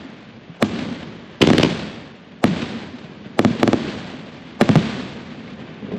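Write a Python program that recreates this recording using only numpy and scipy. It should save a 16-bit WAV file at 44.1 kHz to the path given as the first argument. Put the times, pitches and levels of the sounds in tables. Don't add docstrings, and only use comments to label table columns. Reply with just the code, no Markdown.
import sys
import numpy as np
from scipy import signal
from scipy.fft import rfft, irfft
from scipy.io import wavfile
from scipy.ndimage import uniform_filter1d, minimum_filter1d

SR = 44100
rng = np.random.default_rng(int(sys.argv[2]) if len(sys.argv) > 2 else 0)


def master_out(mix):
    frames = np.transpose(np.atleast_2d(mix))
    ceiling = np.clip(frames, -1, 1)
    pcm = np.round(ceiling * 32767).astype(np.int16)
    wavfile.write(sys.argv[1], SR, pcm)


def rack_gain(trim_db):
    fader = np.asarray(trim_db, float)
    return 10 ** (fader / 20)


N = 263894

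# (time [s], blast level [dB], crack level [dB], size [factor], ground echo [dB])
SHELL_BURSTS = [(.6260, -4.5, 5.5, 1.04, -1), (1.5029, -5, -3, 1.03, 5.5), (1.5339, -8, 2.5, 1.18, -14),
                (2.4413, -2, -1.5, 1.024, 0), (3.3924, -1.5, -3, 0.85, -0.3), (3.449, -3.5, -8, 1.08, 0.5),
                (3.6310, -1, -12, 0.85, .1), (3.6773, -5.5, -3.5, 0.97, 4.5), (3.7316, -4, -23, 0.85, 3),
                (4.612, -1.5, -7.5, 0.93, 0), (4.617, -14.5, 14, 0.93, 12), (4.6914, -5.5, -9, 1.27, 5.5),
                (4.7560, -3.5, -19, 1.19, -9), (4.7618, -9.5, -5, 1.51, 4.5)]
# (time [s], thump level [dB], gas jet level [dB], jet lead [ms], wall echo [dB])
LIFT_CHARGES = [
    (1.4092, -8.5, -40, 3.1, -1),
    (1.4248, 0.5, -11.5, 6.9, -5),
    (1.4737, -2.5, -15.5, 1.1, -1),
    (1.533, -6.5, -18, 1.1, -0.5),
    (1.5847, -4, -15.5, 2.7, -0.5),
    (1.6334, -3, -16.5, 1.8, -1),
]
# (time [s], peak level [dB], treble re peak [dB], ring [Hz])
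DISTANT_THUDS = [(0.048, -28.5, -30, 255), (0.496, -26.5, -26, 165), (0.79, -26, 0.5, 242),
                 (0.913, -19.5, -44, 223.5), (1.03, -25.5, -6, 222), (1.671, -18, -13, 167.5),
                 (2.474, -12, -11, 179), (2.49, -15, -18, 181), (2.51, -15, -15, 164),
                 (2.565, -19, -10, 185), (2.622, -20, -0.5, 227), (2.751, -28, -30, 226),
                 (2.937, -26.5, -38, 236), (2.987, -35, 3, 275), (3.044, -30.5, -5, 166),
                 (3.263, -25.5, -26, 188), (3.481, -16, -12, 220), (3.509, -13.5, -32, 182),
                 (3.599, -21, -2.5, 215), (3.848, -20.5, -7, 296), (3.883, -21.5, -7, 340),
                 (4.144, -27, -18, 246), (4.713, -15, -2, 203), (4.732, -19, -5, 200),
                 (4.786, -15.5, -9, 190), (5.308, -32.5, -21, 221), (5.531, -28, -9.5, 200),
                 (5.602, -34, -5, 152), (5.691, -31.5, -20, 153)]
# (time [s], peak level [dB], treble re peak [dB], ring [Hz])
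FAR_TICKS = [(5.478, -34.5, -7, 2080), (5.824, -24, -31, 197), (5.825, -28.5, -28, 413),
             (5.843, -23.5, -34, 190), (5.884, -26, -26, 180), (5.886, -28, -29, 417),
             (5.918, -21, -14, 412), (5.933, -18.5, -19, 183), (5.937, -21, -29, 400),
             (5.944, -21, -25, 198), (5.963, -25, -12, 169), (5.981, -33, 0, 700)]
# (time [s], rumble level [dB], hiss level [dB], near yards [dB], far hills [dB])
SURROUNDINGS = [(-.4, -31.5, -37.5, 0, -7), (0.628, -27, -35, -1, -8), (1.424, -30, -34, 4, -24),
                (1.474, -29, -37, 5, -24), (1.533, -32, -38.5, 5, -24), (1.585, -33, -40, 8, -24),
                (1.632, -34, -42, 7, -22), (2.44, -27.5, -34.3, 0, -8), (3.393, -32, -41, 0, -8.5),
                (3.45, -30.5, -40.5, 2, -9), (3.63, -35.5, -42, -5, -7), (3.678, -34, -40.5, -3, -5.5),
                (3.731, -33.5, -38.5, -4, -5), (4.614, -31.5, -36, 1, -7.5), (4.691, -31.5, -41, 5, -7),
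                (4.76, -29.5, -39.5, 7, -7)]
# (time [s], rumble level [dB], hiss level [dB], near yards [dB], far hills [dB])
FAR_ROLL = [
    (5.5, -41, -46, 0, -8),
    (5.8, -33, -46, 0, -8),
]
# (frequency [Hz], density [dB per Hz])
RUMBLE_SPECTRUM = [(18, -61), (30, -49.5), (71, -12), (227, 0.5), (290, -5.5), (468, -10.5), (513, -11.5),
                   (791, -33), (1200, -22.5), (1560, -52), (2640, -120)]
# (frequency [Hz], density [dB per Hz])
HISS_SPECTRUM = [(350, -13.5), (600, 1), (800, -3), (1340, -6.5), (1530, -4), (3400, -8), (4600, -14),
                 (5300, -20), (7900, -29.5), (9000, -40), (9600, -64), (10600, -38), (11400, -46),
                 (15000, -57)]
# (frequency [Hz], density [dB per Hz])
JET_SPECTRUM = [(600, 2), (1500, -6), (3000, 0), (4500, -7.5), (8000, -20.5), (14000, -37)]
# (frequency [Hz], density [dB per Hz])
LEAD_IN_SPECTRUM = [(100, -16), (300, 1), (700, 5), (2000, -18), (8000, -26.5), (9500, -55)]
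# (frequency [Hz], gain [dB])
MICROPHONE_RESPONSE = [(30, -15), (100, -1), (150, 0), (5000, -1), (8000, -2), (9400, -18), (10600, -0.5),
                       (11600, -20), (14500, -8)]
# (frequency [Hz], side re mid [dB])
SIDE_SPECTRUM = [(60, -18), (250, -25), (700, -20), (2000, -18.5), (5000, -18), (9000, -6), (14000, -8)]

BLOCK = 4096
HZ = np.fft.rfftfreq(BLOCK, 1 / SR)
LEAD_IN_LENGTH = 1100
LIFT_LEAD_MS = 15
THUD_LEAD_S = .004
RUMBLE_SHAPE = dict(near_s=.008, near_db=4, near_fade_db=250, peak_s=.14, sharp=3,
                    hills_fade_db=7.5, floor_db=-47)
HISS_SHAPE = dict(near_s=.013, near_db=5, near_fade_db=160, peak_s=.1654, sharp=3,
                  hills_fade_db=7, floor_db=-51.5)
FAR_SHAPE = dict(near_s=0, near_db=-40, near_fade_db=250, peak_s=.16, sharp=2.2,
                 hills_fade_db=8, floor_db=-80)


def evened(x):
    return x / np.sqrt(np.mean(x ** 2) + 1e-20)


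def add(mix, s, sound):
    part = mix[round(s * SR):][:len(sound)]
    part += sound[:len(part)]


def coloured(x, points):
    f, db = np.transpose(points)
    hz = np.fft.rfftfreq(len(x), 1 / SR)
    return irfft(rfft(x) * rack_gain(np.interp(np.log(hz + 1), np.log(f), db)), len(x))


def late(ms):
    return np.exp(-2j * np.pi * HZ * ms / 1000)


def dull(hz):
    return 1 / (1 + 1j * HZ / hz)


def answer(starts, levels_db, yards_db, hills_db, near_s, near_db, near_fade_db, peak_s, sharp,
           hills_fade_db, floor_db):
    t = np.arange(0, N + 64, 64) / SR
    age = np.maximum(t[:, None] - starts, 0)
    u = age / peak_s
    near = rack_gain(near_db + yards_db - near_fade_db * (age - near_s)) * (age > near_s)
    swell_power = (u * np.exp(1 - u)) ** sharp
    hills = rack_gain(hills_db - hills_fade_db * age)
    power = near ** 2 + swell_power + np.minimum(u, 1) * hills ** 2
    total = power @ rack_gain(levels_db) ** 2 + rack_gain(floor_db) ** 2
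    return np.interp(np.arange(N) / SR, t, np.sqrt(total))


def scattered():
    s, rumble_db, hiss_db, *parts_db = np.transpose(SURROUNDINGS)
    far_s, far_rumble_db, far_hiss_db, *far_parts_db = np.transpose(FAR_ROLL)
    close = answer(s, hiss_db, *parts_db, **HISS_SHAPE)
    distant = answer(far_s, far_hiss_db, *far_parts_db, **FAR_SHAPE)
    rumble = np.hypot(answer(s, rumble_db, *parts_db, **RUMBLE_SHAPE),
                      answer(far_s, far_rumble_db, *far_parts_db, **FAR_SHAPE))

    returns = rng.standard_normal((2, N)) * rack_gain(0.99 * np.minimum(rng.exponential(1, (2, N)), 3))
    lumps = returns[0] * (rng.random(N) < 2500 / SR)
    grains = returns[1] * (rng.random(N) < 16000 / SR)
    flicker = evened(uniform_filter1d(rng.standard_normal(N), 500))
    slow_flicker = evened(uniform_filter1d(flicker, 2200))
    hiss = evened(coloured(grains, HISS_SPECTRUM)) * rack_gain(0.66 * flicker + 0.5 * slow_flicker)

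    bright = rack_gain(0.75 + 0.39 * (np.minimum(20 * np.log10(close), -33) + 39))
    top = coloured(hiss, [(1500, -30), (4200, 0)])
    top_gain = np.hypot(close * bright, distant * rack_gain(-12))
    body = np.hypot(close, distant) * (hiss - top)
    return rumble * evened(coloured(lumps, RUMBLE_SPECTRUM)) + body + top_gain * top


def blast(size, top_hz, lag_hz=144, ring_hz=260, ring_q=2.62):
    w = 1j * HZ * size + 1e-9
    lag = ((w - lag_hz) / (w + lag_hz)) ** 4
    ring = w / (w * w + w * ring_hz / ring_q + ring_hz ** 2)
    step = lag * ring * dull(top_hz) * dull(top_hz)
    return step / abs(irfft(step)[60:]).max()


def thud(db, treble_db, hz):
    t = np.arange(BLOCK) / SR
    rattle = evened(coloured(rng.standard_normal(BLOCK), HISS_SPECTRUM))
    rattle = rattle * np.exp(-t / 0.0075) * (1 - np.exp(-t / 0.0034))
    boom = irfft(blast(250 / hz, 2.36 * hz, ring_q=12.3) * (1 + .5 * late(7.79)))
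    return rack_gain(db) * (boom + rack_gain(treble_db + 1.5) * rattle)


def lead_in(db):
    t = np.arange(-LEAD_IN_LENGTH, 0) / SR
    noise = evened(coloured(rng.standard_normal(LEAD_IN_LENGTH), LEAD_IN_SPECTRUM))
    return rack_gain(db - 16.5) * np.exp(t / 0.0079) * noise


def burst(db, crack_db, size, ground_db, front_hz=1350, front_q=1.0):
    w = 1j * HZ
    ground_ms = 8.27 - 4.5 * max(size - 1.096, 0)
    front = w / (w * w + w * front_hz / front_q + front_hz ** 2) * dull(6200)
    front = rack_gain(crack_db) * front / irfft(front).max()

    n = np.arange(BLOCK)
    clutter = rng.standard_normal(BLOCK) * np.exp(-n / 130) * (n > 20)
    near = 1 + rack_gain(-5.0) * late(1.71) * dull(7000) + rack_gain(-8.0) * late(0.535)
    near = near + rack_gain(-17) * (late(ground_ms + .3) + late(20.3)) * dull(4000)
    near = near + rack_gain(-21) * rfft(clutter) * dull(5000) * (1 - dull(2070))

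    rooftop = rack_gain(-6) * late(1.75) + rack_gain(-10) * late(3.1 * size)
    rooftop = rooftop * (1 - dull(1500)) * dull(3000 / size ** 3)
    ground = rack_gain(ground_db) * late(ground_ms) * dull(220)
    boom = blast(size, 6900) * (1 + rack_gain(-9) * late(1.447) + ground + rooftop)
    return rack_gain(db) * irfft(boom + front * near)


def lift(db, jet_db, lead_ms, wall_db, wall_ms=13.15):
    t = np.arange(BLOCK) / SR - LIFT_LEAD_MS / 1000
    swell = np.exp(np.minimum((t + lead_ms / 1000) / .0018, 0))
    swell = swell * np.exp(-np.maximum(t - .001, 0) / .002)
    sputter = evened(uniform_filter1d(rng.standard_normal(BLOCK), size=40))
    swell = swell * rack_gain(4.95 * sputter)
    gas = evened(coloured(rng.standard_normal(BLOCK), JET_SPECTRUM))
    jet = rack_gain(jet_db) * rfft(swell * gas)
    jet_walls = (rack_gain(wall_db - 4) * late(wall_ms + 2.5) + rack_gain(wall_db - 8) * late(28.5)) * dull(3500)
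    thump = rack_gain(db) * dull(924) * blast(.92, 450, ring_hz=298, ring_q=1.04) * late(LIFT_LEAD_MS)
    return irfft(thump * (1 + rack_gain(wall_db) * late(wall_ms)) + jet * (1 + jet_walls))


def yard_tail(shots):
    t = np.arange(6000) / SR
    yard = rng.standard_normal(6000) * (t > .018) * rack_gain(-60 * t / 0.32)
    yard = coloured(yard / np.linalg.norm(yard), [(300, 2), (3000, -19.0), (7000, 3), (9000, -22.0)])
    return rack_gain(-10.5) * signal.oaconvolve(shots, yard)[:N]


def difference(mid):
    hz, t, z = signal.stft(mid, SR, nperseg=1024)
    turn, chance = rng.random((2, len(t), len(hz))).transpose(0, 2, 1)
    drift = evened(uniform_filter1d(rng.standard_normal(len(t)), max(round(.045 / t[1]), 1)))
    loud_db = 10 * np.log10((abs(z) ** 2).sum(0) + 1e-12)
    loud_db = loud_db - np.median(loud_db)
    bass_rarer = .8 * (hz < 450)[:, None]
    gain = rack_gain(2.5) * (drift + loud_db / 22 > bass_rarer + .15)
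    patches = uniform_filter1d(uniform_filter1d(chance - .5, size=6, axis=0), size=3, axis=1)
    kept = evened(patches) > .25 - hz[:, None] / 9000
    side = signal.istft(z * gain * kept * np.exp(2j * np.pi * turn), SR, nperseg=1024)[1][:N]
    return coloured(side, SIDE_SPECTRUM)


def thinned_treble(x, floor_db=-53, follow=0.5):
    hz, t, z = signal.stft(x, SR, nperseg=1024)
    power = (abs(z) ** 2).mean(0)
    masking = np.median(power[(hz > 1500) & (hz < 5000)], axis=0)
    masking = minimum_filter1d(masking, size=4) ** follow
    audible = uniform_filter1d(power, size=5, axis=0) > rack_gain(2 * floor_db) * masking
    kept = audible | (hz < 7100)[:, None]
    return signal.istft(z * kept, SR, nperseg=1024)[1][:, :N]


def scene():
    shots, far = np.zeros(N), scattered()
    for s, *row in DISTANT_THUDS:
        add(far, s - THUD_LEAD_S, thud(*row))
    for s, db, crack_db, *row in SHELL_BURSTS:
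        add(far, s - LEAD_IN_LENGTH / SR, lead_in(db + max(crack_db, -4)))
        add(shots, s, burst(db, crack_db, *row))
        add(far, s + .028, thud(db - 17.5, -13, 190))
    for s, *row in LIFT_CHARGES:
        add(shots, s - LIFT_LEAD_MS / 1000, lift(*row))
    for s, *row in FAR_TICKS:
        add(far, s, thud(*row))
    shots = coloured(shots, MICROPHONE_RESPONSE)
    mid = shots + far + yard_tail(shots)
    side = difference(mid)
    return np.array([mid + side, mid - side])


def top_cut(x):
    return signal.sosfilt(signal.butter(12, 15260, fs=SR, output="sos"), x)


def record(dry):
    power_db = 10 * np.log10(abs(uniform_filter1d((dry ** 2).mean(0), 200)) + 1e-12)
    fall = np.arange(N) * 135.0 / SR
    held_db = np.maximum.accumulate(power_db + fall) - fall
    over_db = np.maximum(held_db + 14, 0)
    treble = signal.sosfiltfilt(signal.butter(2, 1000, "high", fs=SR, output="sos"), dry)
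    duck = np.roll(rack_gain(-.4 * uniform_filter1d(over_db, 100)), 200)
    x = np.clip(dry + treble * (duck - 1), -.95, .95)
    band_limit = signal.firwin(511, 15100, window=("kaiser", 9), fs=SR)
    x = signal.oaconvolve(x, band_limit[None], "same")
    mix = thinned_treble(x)
    return top_cut(mix)


dry = scene()
out = record(dry)
master_out(out)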